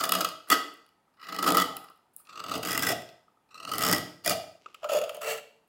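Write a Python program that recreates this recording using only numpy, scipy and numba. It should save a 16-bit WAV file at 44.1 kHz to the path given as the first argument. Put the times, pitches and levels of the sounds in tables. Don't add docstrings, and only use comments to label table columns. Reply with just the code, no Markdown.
import sys
import numpy as np
from scipy import signal
from scipy.fft import rfft, irfft
from scipy.io import wavfile
from scipy.ndimage import uniform_filter1d
from numba import njit

SR = 44100
rng = np.random.default_rng(int(sys.argv[2]) if len(sys.argv) > 2 else 0)


def generate_wav(sig):
    pcm = np.round(np.clip(np.atleast_2d(sig).T, -1, 1) * 32767).astype(np.int16)
    wavfile.write(sys.argv[1], SR, pcm)


def elevation(decibels):
    levels = np.asarray(decibels, float)
    return 10 ** (levels / 20)


N = 250488

# start_s, push_db, blade_freedom_db, lean_re_push_db
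EARLY_STROKES = [
    [(0, -32, 7, -11.5), (0.1, -42.5, -2.5, 4.5), (0.2, -39.5, 1, 5), (0.27, -48, 0.5, -8),
     (0.33, -55, -23, -12)],
    [(0.47, -54, 3, -2), (0.5, -39.5, -8.5, -2.5), (0.525, -16.5, 3, -14), (0.55, -64, -2, 2.5),
     (0.62, -58, 13, -6), (0.8, -108, 3.5, -10)],
    [(1.17, -74.5, 10.5, -16.5), (1.21, -58.5, 5, -22.5), (1.3, -50.5, 1, -2), (1.44, -44, 6.5, 6),
     (1.52, -39.5, 3.5, 15), (1.62, -34.5, 4.5, -8), (1.66, -52.5, 0, 8.5), (1.92, -76.5, 23, -24)],
    [(2.26, -72, 11, -2), (2.42, -54.5, 8, 5.5), (2.56, -50, 0.5, 17.5), (2.61, -48.5, -4, 9.5),
     (2.72, -34, -5.5, -5), (2.81, -34.5, -6, -5), (2.92, -31.5, -15.5, -4), (2.96, -72, 5, 28)],
]
LATE_STROKES = [
    [(3.49, -81, 5, -14), (3.52, -70, 9, -9), (3.65, -57, 4.5, 7.5), (3.8, -36.5, -1.5, -1.5),
     (3.88, -32, 2, -1.5), (3.93, -28.5, -9.5, 0), (3.99, -44, -6.5, 2.5)],
    [(4.24, -40.5, -18, -13), (4.27, -27, -16, -2.5), (4.33, -38, -14, 1.5), (4.37, -63, 5, 6)],
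    [(4.82, -57.5, 8, 5), (4.86, -50, 11, 0.5), (4.89, -50.5, 2, -5), (4.96, -31, -5, -6),
     (5.01, -46.5, 0.5, -11), (5.2, -51, -7, -6)],
    [(5.21, -39.5, -4, -2), (5.26, -35, -6, 1), (5.31, -30.5, -10.5, -4.5), (5.37, -39.5, -9, -5),
     (5.4, -44, -9, -44)],
]
STROKES = [*EARLY_STROKES, *LATE_STROKES]
PUSH, FREEDOM, LEAN = 1, 2, 3

# start_s, length_ms, strength_db
SLIPS_1 = [(0.0075, 2.3, -34), (0.038, 3, -26.5), (0.0535, 0.44, -28), (0.0921, 1.06, -23),
           (0.1203, 1.3, -17.5), (0.136, 3, -28.5), (0.151, 2.4, -24), (0.1625, 9.5, -42.5),
           (0.187, 0.86, -34), (0.208, 3.6, -24.5), (0.2464, 2.3, -24), (0.2882, 0.79, -31.5)]
SLIPS_2 = [
    (0.5012, 1.17, -18),
    (0.5166, 12, -31),
    (0.5287, 9.9, -38),
    (0.539, 4.6, -31.5),
]
SLIPS_3 = [(1.197, 1.8, -57), (1.2142, 2, -52), (1.23, 8.5, -49.5), (1.241, 4.6, -56), (1.268, 2.5, -46),
           (1.287, 6, -41), (1.3236, 3.3, -38), (1.3449, 4.3, -40.5), (1.3632, 0.74, -37),
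           (1.387, 3.7, -33), (1.426, 2.6, -29.5), (1.441, 4.5, -32.5), (1.4651, 8.7, -29),
           (1.4755, 2.3, -27), (1.4862, 3.2, -28), (1.5037, 1.3, -25), (1.521, 0.1, -18), (1.5458, 4, -29),
           (1.57, 0.29, -16), (1.577, 7.4, -28.5), (1.599, 0.61, -24), (1.6102, 2, -36), (1.6187, 3, -31)]
SLIPS_4_ENTRY = [(2.2708, 1.3, -56.5), (2.292, 7.3, -52.5), (2.328, 5.5, -53), (2.3564, 3.7, -49),
                 (2.3745, 4.2, -46.5), (2.394, 3.2, -44.5), (2.4005, 1.6, -38.5), (2.4387, 3.3, -39),
                 (2.4624, 3.5, -43.5), (2.483, 6.5, -41.5), (2.4954, 1.6, -36.5), (2.514, 7.9, -35),
                 (2.5394, 4.1, -33.5), (2.5541, 6.5, -35.5), (2.5757, 3.7, -47.5)]
SLIPS_4_DEEP = [(2.63, 3.4, -33.5), (2.65, 0.99, -28), (2.6568, 2.5, -33.5), (2.672, 1.8, -32),
                (2.685, 6.7, -34), (2.708, 2.2, -34), (2.7172, 0.81, -27.5), (2.73, 1.3, -30),
                (2.748, 3.9, -33.5), (2.7766, 0.32, -18.5), (2.792, 1.6, -32.5), (2.823, 2.1, -28.5),
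                (2.8321, 4.4, -31), (2.85, 1.5, -38), (2.8676, 3.7, -28), (2.8883, 5.9, -29.5),
                (2.9046, 4.3, -42.5), (2.919, 5.3, -35.5)]
SLIPS_5 = [(3.51, 8.5, -62), (3.544, 0.92, -43.5), (3.5527, 8.5, -55), (3.577, 3, -50.5), (3.6, 3.9, -46),
           (3.628, 5.7, -46), (3.65, 0.85, -32.5), (3.6747, 12, -44.5), (3.692, 1.8, -36),
           (3.7162, 3.4, -33), (3.7356, 0.95, -28), (3.7445, 2.5, -36), (3.755, 2.7, -36.5),
           (3.782, 0.73, -25.5), (3.7909, 0.82, -31), (3.808, 2.1, -31), (3.8184, 0.6, -25.5),
           (3.8243, 1.3, -27), (3.8355, 1.3, -24.5), (3.8489, 2.8, -27.5), (3.865, 1.6, -26.5),
           (3.8788, 0.15, -21.5), (3.886, 0.64, -25), (3.895, 1.4, -29), (3.9139, 0.11, -19),
           (3.9264, 0.65, -19.5), (3.932, 1.5, -25), (3.947, 1, -29.5), (3.963, 0.87, -29.5),
           (3.9819, 0.44, -26.5)]
SLIPS_6 = [
    (4.2472, 0.35, -34.5),
    (4.2606, 1, -29),
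    (4.2768, 0.56, -22),
    (4.295, 1.14, -23.5),
    (4.3078, 13, -30.5),
]
SLIPS_RIM = [(4.831, 2, -50), (4.8426, 2.9, -39.5), (4.893, 11, -38.5), (4.919, 6.7, -43),
             (4.933, 2.8, -35), (4.951, 0.92, -53), (4.9697, 5.1, -42.5), (4.9863, 1.7, -37),
             (5.0149, 2.6, -37), (5.038, 2.9, -39), (5.2157, 1.3, -41), (5.231, 1.9, -47),
             (5.244, 1.2, -43), (5.377, 1.8, -46.5), (5.2668, 2.1, -50), (5.277, 23, -46),
             (5.3075, 11.7, -46)]
# start_s, length_ms,
# fine_crack_db, coarse_crack_db, blade_ring_db
CHIPS = [(0.487, 0.5, -39, -52.5, -47), (0.7387, 2.3, -54, -80.5, -72.5), (0.77, 4.3, -69, -76.5, -58.5),
         (0.8634, 0.4, -61.5, -61, -69), (0.8893, 0.54, -62.5, -61, -67), (1.139, 4.3, -82, -76, -68),
         (1.17, 2.5, -79.5, -72, -71.5), (2.251, 4, -87, -68, -81), (3.489, 2.7, -82, -74, -71),
         (4.732, 2.7, -79, -78, -74), (1.7677, 1.45, -30, -40.5, -57), (1.843, 3.3, -55, -62, -46),
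         (1.885, 1.55, -82, -57, -64.5), (1.975, 0.55, -65, -75.5, -76), (1.9, 0.69, -53, -76, -43),
         (1.96, 3.4, -71, -79, -77), (2.1622, 0.2, -45, -89.5, -90.5), (2.1642, 0.16, -30.5, -88, -84.5),
         (2.171, 0.9, -50, -71, -88), (2.185, 12, -56, -73, -91), (2.203, 18, -59, -85, -95),
         (2.14, 13, -67, -88, -95), (2.579, 2.4, -40.5, -58.5, -63.5), (3.0197, 0.64, -47, -44, -64.5),
         (3.089, 1.63, -63, -51, -56), (3.098, 0.82, -64, -62, -69), (4.6596, 1.6, -85, -52.5, -35),
         (4.7446, 2.7, -54, -48.5, -43), (5.094, 2.6, -40.5, -39, -37.5), (5.147, 4.4, -43, -50, -53),
         (5.168, 1.5, -44, -51, -57), (5.6757, 2.1, -72, -87.5, -85.5)]
FINE, COARSE, RING = 2, 3, 4
FINE_PER_STRENGTH, FINE_PER_PUSH, FULL_BITE_DB, FINE_PER_LENGTH_DB = 0.15, 0.85, -48, -1
RING_PER_STRENGTH, RING_PER_FREEDOM, RING_PER_LENGTH_DB, RING_DB = 0.29, 0.9, 3, -3

# centre_hz, width_hz, level_db
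ENTRIES = [
    [(1585, 250, 2), (1920, 170, -6.5), (2500, 380, -1.5), (2940, 270, 2.5), (4000, 810, -2.5),
     (5030, 940, 0.5), (6540, 300, -12.5), (9150, 1000, -18.5), (11900, 1100, -15), (14600, 900, -12.5)],
    [(1910, 98, -3), (2750, 370, 4.5), (3520, 510, -1.5), (4480, 980, -1.5), (5980, 800, -10),
     (7600, 1500, -9.5), (12100, 1500, -17), (14500, 600, -14.5)],
    [(2757, 260, 8.5), (4300, 590, 3.5), (5750, 480, -4.5), (6500, 400, -9.5), (8500, 2000, -8),
     (12650, 1200, -17.5), (14240, 900, -14)],
    [(1790, 1100, -10.5), (2840, 770, 7.5), (3650, 870, -6), (4740, 2400, -4), (7260, 1500, -7.5)],
]
ENTRY_OF = [0, 0, 0, 1, 2, 2, 3, 3]
# centre_hz, width_hz, level_db
EARLY_EDGES = [
    [(1660, 160, -9), (2537, 190, -5.5), (2920, 150, 4.5), (3330, 74, 3.5), (3670, 200, -1.5),
     (4370, 300, -4), (5000, 360, -2), (6930, 600, -9.5)],
    [(1630, 400, -4.5), (2860, 500, -1), (3330, 180, 7.5), (4500, 350, 2), (5430, 140, -10),
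     (7200, 1600, -11.5)],
    [(1690, 250, -25.5), (3040, 130, 2.5), (3410, 100, 4), (3776, 150, -6), (4430, 550, -5.5),
     (4860, 730, -3.5), (7070, 770, -4)],
    [(1543, 190, 5), (2520, 360, -2.5), (2784, 90, 2), (3390, 290, -0.5), (5150, 560, -1),
     (7200, 740, -8.5)],
]
LATE_EDGES = [
    [(1523, 220, -9.5), (2500, 220, -11), (2754, 250, -5), (3410, 250, -12), (4800, 590, -5),
     (5410, 600, -2.5), (7550, 1900, -10.5)],
    [(1616, 570, -36), (2412, 94, 0.5), (3380, 650, -3.5), (4820, 880, -0.5), (7200, 1000, -6.5)],
    [(1800, 230, -9), (2760, 360, 2.5), (3460, 310, 0), (4520, 740, -6), (6770, 750, 0.5),
     (10700, 1200, -9)],
    [(1730, 250, 0.5), (2300, 260, 1.5), (2720, 230, 7), (3510, 160, -22), (4530, 740, -5),
     (6260, 280, -24), (7850, 400, -0.5), (14800, 1300, -21)],
]
EDGE_DB = [-1, -1, -1, -1, -1, -1, 0, 0]
GIVE = [.15, .15, 0.16, 0.98, 1.36, .3, 0.32, 0.43]
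STIFFEN_SHALLOW_PER_DB, STIFFEN_DEEP_PER_DB, WANDER_SHARE = 0.0038, 0.005, 0.017
# centre_hz, width_hz, level_db
TEARING = [(1570, 1600, -13.5), (3240, 1800, -16.5), (5320, 1700, -13.5), (6800, 1800, -14)]
SHAVING = [(7800, 5400, 2.5), (11600, 280, 8), (14300, 4400, 1.5)]
CHIP_SNAP = [(9600, 3200, 1), (11100, 1200, 1.5), (14500, 6000, -0.5)]

# start_s, ring_db
TAPS = [
    (1.0774, -63),
    (2.1994, -57.5),
    (3.2798, -55.5),
    (3.3707, -61.5),
]
# centre_hz, width_hz, level_db
BLADE = [(1115, 192, -8), (1286, 80, 2.5)]
RIM_BLADE = [(1180, 450, -5), (1344, 115, 5)]

# centre_hz, width_hz, level_db
SLAB = [(182, 28, 0), (262, 61, -1), (309, 100, -2.5), (457, 100, -5.5), (814, 230, -7.5)]
SLAB_NOTE = [(634, 64, 4.5), (774, 59, -6.5)]
RIM_THUD = [(442.5, 32, 0)]
RIM_NOTE = [(542, 190, 4), (596, 340, 4.5)]
BENCH = [(147, 160, 0)]
HANDLE_NOTE = [(1963, 160, 0)]
EXIT_NOTE = [(672, 73, 5.5), (764, 96, -6.5)]
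# thud_db, slab_note_db, bench_re_lean_db, handle_note_re_push_db
PLACES = [
    (-3, 0.5, -17.5, -7),
    (1.5, -1.5, -28.5, -3.5),
    (2, -4, -12.5, 1.5),
    (-2, -7.5, -8, -8),
    (-2, -5, -6, -4),
    (-6, -3, -10, -18),
    (-4.5, 7.5, -16, -46),
    (-8.5, -4.5, -25.5, -17),
]
# centre_s, level_db
EXITS = [
    (2.914, -36),
    (4.316, -37),
]
EXIT_S = 0.029
NOTE_PER_FREEDOM, HANDLE_PER_FREEDOM = -0.022, -0.32

# start_s, peak_db, pitch_hz
RIM_KNOCKS = [(4.831, -28.5, 642), (4.847, -22, 602), (4.895, -20, 628), (4.917, -17, 605),
              (4.929, -16, 563), (4.948, -11, 595), (4.97, -20, 616), (4.987, -21.5, 509),
              (5.02, -25.5, 580), (5.034, -24, 649), (5.06, -35, 573), (5.144, -31.5, 610),
              (5.173, -31, 600), (5.215, -36, 600), (5.258, -32, 582), (5.275, -26.5, 612),
              (5.304, -29, 602)]
EXIT_KNOCKS = [(1.672, -31, 860), (1.704, -41, 694), (1.737, -38.5, 800), (1.758, -38, 757),
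               (1.798, -42, 805), (2.901, -22, 638), (2.914, -41, 665), (2.959, -36, 636),
               (2.989, -38.5, 636), (4.263, -24, 648), (4.279, -33, 610), (4.311, -18, 660),
               (4.329, -23, 691), (4.349, -39, 654), (4.384, -43, 660), (4.398, -33.5, 672),
               (4.439, -38, 740), (4.493, -41.5, 650), (4.552, -47.5, 674)]
HANDLE_KNOCKS = [(2.7504, -27, 1910), (2.7758, -25.5, 2010), (2.8292, -27, 2020), (2.8701, -22, 1930),
                 (2.888, -30, 1940), (2.9289, -33, 1950), (4.2573, -33.5, 2000), (4.2623, -25, 1930),
                 (4.3097, -30, 1994)]

# centre_hz, width_hz, level_db
SQUEAK = [(9000, 50, 0)]
SHUFFLE = [(400, 250, 0), (2500, 1800, -3), (5500, 4000, -11)]
# first_s, second_s (the squeak's are reversed, so it stays silent)
SQUEAK_S = (3.49, 3.2)
SHUFFLE_S = (4.6, 4.83)
SQUEAK_DB, SHUFFLE_DB = -83.5, -69

# centre_hz, t60_s, level_db
ROOM = [(102.7, 0.54, 2.5), (496, 0.49, 9), (1470, 0.56, -6), (3570, 0.5, 3.5), (10400, 0.35, -1),
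        (14000, 0.26, -5.5)]
# centre_hz, width_hz, level_db
RIM_UNHEARD = [(1290, 250, -3)]
ROOM_DB, RIM_ROOM_DB, RIM_FROM_S = -10.5, -2, 4.62
# freq_hz, density_db_per_hz
AIR = [(18, -57.5), (30, -22.5), (194, -8.5), (632, -13), (889, -7), (1070, -14), (5740, -33),
       (11100, -32.5), (16000, -38.5)]
AIR_DB = -71.5


def cutting():
    shear = stroke()
    push_db = control(PUSH, np.arange(N) / SR).clip(-70, -30)
    depth = shear / (shear + elevation(-45.5))
    cut = slips()[:-len(CHIPS)]

    fine_drive = elevation(2.5) * jerks(FINE, rise=0.4, stretch=1.3, rows=cut) + elevation(-9.5) * shear
    fine = coloured(SHAVING, np.abs(depth) ** 0.66 * fine_drive, spread_db=4.0)
    snap_drive = jerks(FINE, rise=0.22, stretch=0.89, rows=CHIPS)
    snaps = coloured(CHIP_SNAP, snap_drive, spread_db=1.5, order=2)
    highpass = signal.butter(5, 7800, "high", fs=SR, output="sos")
    bright = signal.sosfilt(highpass, groove_echo(fine) + snaps)

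    force = elevation(2.5) * jerks(COARSE, rise=0.46, stretch=1.63)
    force = force + elevation(-4.0) * shear * (0.47 + 0.6 * depth)
    shallow = edge([ENTRIES[k] for k in ENTRY_OF], elevation(0.5) * (1 - depth) * force,
                   STIFFEN_SHALLOW_PER_DB * (push_db + 58.5), tearing_db=-4, spread_db=2.0)
    deep = edge(EARLY_EDGES + LATE_EDGES, depth * force,
                STIFFEN_DEEP_PER_DB * (push_db + 35.5), tearing_db=2.5, spread_db=2.5)
    return bright + shallow + deep


def edge(tables, envelope, climb, tearing_db, spread_db):
    out, grains = np.zeros(N), fibres(spread_db)
    slip = np.searchsorted(np.sort(slips()[:, 0]), np.arange(N) / SR + 0.002)
    stray = WANDER_SHARE * rng.standard_normal((400, 10)).clip(-2, 2)
    starts = [0] + [int(s[0][0] * SR) - 2000 for s in STROKES[1:6]]
    starts += [int(RIM_FROM_S * SR), int(STROKES[7][0][0] * SR), N]
    for modes, db, give, a, b in zip(tables, EDGE_DB, GIVE, starts, starts[1:]):
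        end = min(N, b + 2000)
        drive = np.pad(grains[a:b] * envelope[a:b], (0, end - b)) + 1e-18
        sound = elevation(tearing_db) * resonate(drive, TEARING, order=2)
        for k, (hz, width, level_db) in enumerate(modes):
            moving_hz = hz * (1 + give * climb[a:end] + stray[slip[a:end], k])
            sound = sound + (-1) ** k * elevation(level_db) * sliding(drive, moving_hz, float(width))
        steady = resonate(grains[:8000], modes, order=2)
        steady = steady + elevation(tearing_db) * resonate(grains[:8000], TEARING, order=2)
        out[a:end] += elevation(db) * sound / np.std(steady)
    return out


def slips():
    tables = [SLIPS_1, SLIPS_2, SLIPS_3, SLIPS_4_ENTRY, SLIPS_4_DEEP, SLIPS_5, SLIPS_6, SLIPS_RIM]
    s, ms, db = np.concatenate(tables).T
    shallow_db = np.minimum(control(PUSH, s) - FULL_BITE_DB, 0)
    fine = db + FINE_PER_STRENGTH * (db + 29.5) + FINE_PER_PUSH * shallow_db
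    fine = fine + FINE_PER_LENGTH_DB * np.log2(ms)
    ring = db + RING_PER_STRENGTH * (db + 26) + RING_DB
    ring = ring + RING_PER_FREEDOM * control(FREEDOM, s) + RING_PER_LENGTH_DB * np.log2(ms)
    return np.concatenate([np.array([s, ms, fine, db, ring]).T, CHIPS])


def jerks(column, rise, stretch, rows=None):
    out, t_ms = np.zeros(N + 2048), np.arange(2048) / SR * 1000
    for row in slips() if rows is None else rows:
        attack = (1 - np.exp(-t_ms / (0.12 + rise * row[1]))) ** 2
        shape = attack * np.exp(-(t_ms / (0.43 + stretch * row[1])) ** 1.075)
        start = int((row[0] - 0.00064 * row[1]) * SR)
        out[start:start + 2048] += elevation(row[column]) * shape / shape.max()
    return out[:N]


def stroke(freedom=0, lean=0, place_db=0):
    t = np.arange(N) / SR
    which = np.searchsorted([s[0][0] for s in STROKES], t, side="right").clip(1) - 1
    cutting_now = t <= np.array([s[-1][0] for s in STROKES])[which]
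    db = control(PUSH, t) + freedom * control(FREEDOM, t) + lean * control(LEAN, t)
    db = db + (place_db + np.zeros(len(STROKES)))[which]
    return uniform_filter1d(cutting_now * elevation(db), size=400)


def control(column, t):
    rows = np.concatenate(STROKES)
    return np.interp(t, rows[:, 0], rows[:, column])


def groove_echo(x):
    t = np.arange(N) / SR
    wander = np.clip(rng.standard_normal(40), -2, 2)
    lag_ms = 0.3 + 0.09 * np.interp(t, np.arange(40) / 7, wander)
    return x + 0.25 * np.interp(t - lag_ms / 1000, t, x)


def blade(at_rim):
    kicks = np.zeros(N)
    blows = np.array([(s, db) for s, *_, db in slips()] + list(TAPS))
    signs = np.sign(rng.standard_normal(len(blows)))
    kicks[(blows[:, 0] * SR).astype(int)] = elevation(blows[:, 1]) * signs
    ring = resonate(resonate(kicks, BLADE), [(1223, 300, 43.8)], order=2)
    knock = resonate(kicks, [(440, 370, 24.0)], order=2)
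    rattle = elevation(-6.5) * jerks(RING, rise=0.21, stretch=1.6) + elevation(-1.0) * stroke(freedom=0.83)
    slab_rattle = coloured(BLADE, ~at_rim * rattle, spread_db=1.5)
    rim_rattle = coloured(RIM_BLADE, elevation(-2) * at_rim * rattle, spread_db=2.0)
    return ring + knock + slab_rattle + rim_rattle


def slab(at_rim):
    force = jerks(COARSE, rise=0.6, stretch=2.2) + 1e-5
    surge = (force / uniform_filter1d(force, size=3000)) ** 0.26
    thud_db, note_db, bench_db, handle_db = np.array(PLACES).T

    lean = surge * stroke(lean=0.74, place_db=thud_db)
    thud = coloured(SLAB, ~at_rim * lean, spread_db=2.5, order=2)
    thud = thud + coloured(RIM_THUD, at_rim * lean, spread_db=-8.0, order=2)

    slow_lean = uniform_filter1d(stroke(lean=0.69, place_db=bench_db), size=5000, origin=1200)
    bench = coloured(BENCH, slow_lean, spread_db=0.5, order=2)

    push = surge * stroke(NOTE_PER_FREEDOM, lean=0.86, place_db=note_db)
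    note = coloured(SLAB_NOTE, ~at_rim * push, spread_db=2.5)
    note = note + coloured(RIM_NOTE, at_rim * push, spread_db=-4.0, order=2)

    t = np.arange(N) / SR
    exits = sum(elevation(db) * np.exp(-((t - s) / EXIT_S) ** 2) for s, db in EXITS)
    breakout = coloured(EXIT_NOTE, surge * exits, spread_db=-4.5, order=2)

    grip = surge * stroke(HANDLE_PER_FREEDOM, place_db=handle_db)
    handle = coloured(HANDLE_NOTE, grip, spread_db=1.0, order=2)
    return thud + bench + note + breakout + handle


def knocks(rows, swell_ms, fade_ms, db):
    out, t = np.zeros(N + 4096), np.arange(4096) / SR
    shape = (1 - np.exp(-t * 1000 / swell_ms)) ** 2 * np.exp(-t * 1000 / fade_ms)
    shape = shape / shape.max()
    for s, peak_db, hz in rows:
        start = int(s * SR)
        out[start:start + 4096] += elevation(peak_db + db) * shape * np.sin(2 * np.pi * hz * t)
    return out[:N]


def rub(span_s, modes, db, spread_db):
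    t = np.arange(N) / SR
    gate = uniform_filter1d(1.0 * (t > span_s[0]) * (t < span_s[1]), size=600)
    return coloured(modes, elevation(db) * gate, spread_db, order=2)


def room(x, at_rim):
    t, tail = np.arange(SR) / SR, 0
    for hz, t60_s, db in ROOM:
        band = unit(resonate(rng.standard_normal(SR), [(hz, 0.76 * hz, 0)]))
        tail = tail + band * elevation(db - 60 * t / t60_s) * np.sqrt(hz)
    tail = tail * np.clip((t - 0.006) / 0.0055, 0, 1)
    tail = elevation(ROOM_DB) * tail / np.sqrt(np.sum(tail ** 2))
    slab_tail = signal.fftconvolve(~at_rim * x, tail)[:N]
    rim_tail = signal.fftconvolve(at_rim * (x - resonate(x, RIM_UNHEARD)), tail)[:N]
    fade = uniform_filter1d(1.0 * ~at_rim, size=6000)
    return fade * slab_tail + elevation(RIM_ROOM_DB) * rim_tail


def air():
    log_hz = np.log(np.arange(N // 2 + 1) * SR / N + 1)
    air_hz, air_db = np.array(AIR).T
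    colour = elevation(np.interp(log_hz, np.log(air_hz), air_db))
    return elevation(AIR_DB) * unit(irfft(rfft(rng.standard_normal(N)) * colour, N))


def unit(x):
    return x / np.sqrt(np.mean(x ** 2))


def fibres(spread_db):
    sizes = rng.exponential(size=N).clip(max=5.5)
    return unit(rng.standard_normal(N) * elevation(spread_db * sizes))


def resonate(x, modes, order=1):
    out = 0
    for k, (hz, width, db) in enumerate(modes):
        peak = np.concatenate(signal.iirpeak(hz, hz / width, fs=SR))
        out = out + (-1) ** k * elevation(db) * signal.sosfilt(np.tile(peak, (order, 1)), x)
    return out


def coloured(modes, envelope, spread_db, order=1):
    grains = fibres(spread_db)
    steady = resonate(grains[:SR // 3], modes, order)
    return resonate(grains * envelope, modes, order) / np.std(steady)


@njit
def sliding(x, hz, width):
    y = np.empty(len(x))
    band1, low1, band2, low2, g, k, r = 0., 0., 0., 0., 0., 0., 0.
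    for i in range(len(x)):
        if i % 16 == 0:
            g, k = np.tan(np.pi * hz[i] / SR), width / hz[i]
            r = 1 / (1 + g * (g + k))
        v = (band1 + g * (x[i] - low1)) * r
        w = (band2 + g * (k * v - low2)) * r
        band1, low1 = 2 * v - band1, low1 + 2 * g * v
        band2, low2 = 2 * w - band2, low2 + 2 * g * w
        y[i] = k * w
    return y


def scene():
    at_rim = np.arange(N) / SR > RIM_FROM_S
    near = cutting() + blade(at_rim) + slab(at_rim)
    near = near + knocks(RIM_KNOCKS, swell_ms=1.7, fade_ms=7.2, db=-3.5)
    near = near + knocks(EXIT_KNOCKS, swell_ms=1.36, fade_ms=7.3, db=-3.5)
    near = near + knocks(HANDLE_KNOCKS, swell_ms=0.51, fade_ms=5.5, db=0)
    squeak = rub(SQUEAK_S, SQUEAK, SQUEAK_DB, spread_db=1.0)
    shuffle = rub(SHUFFLE_S, SHUFFLE, SHUFFLE_DB, spread_db=7.0)
    return (near + squeak + shuffle + room(near, at_rim) + air())[None]


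def top_cut(x):
    return signal.sosfilt(signal.butter(12, 16990, fs=SR, output="sos"), x)


def record(dry):
    rounded = 0.4 * np.tanh(dry / 0.4)
    lowpass = signal.ellip(8, 0.2, 45, 15900, fs=SR, output="sos")
    mix = signal.sosfilt(lowpass, rounded)
    return top_cut(mix)


dry = scene()
out = record(dry)
generate_wav(out)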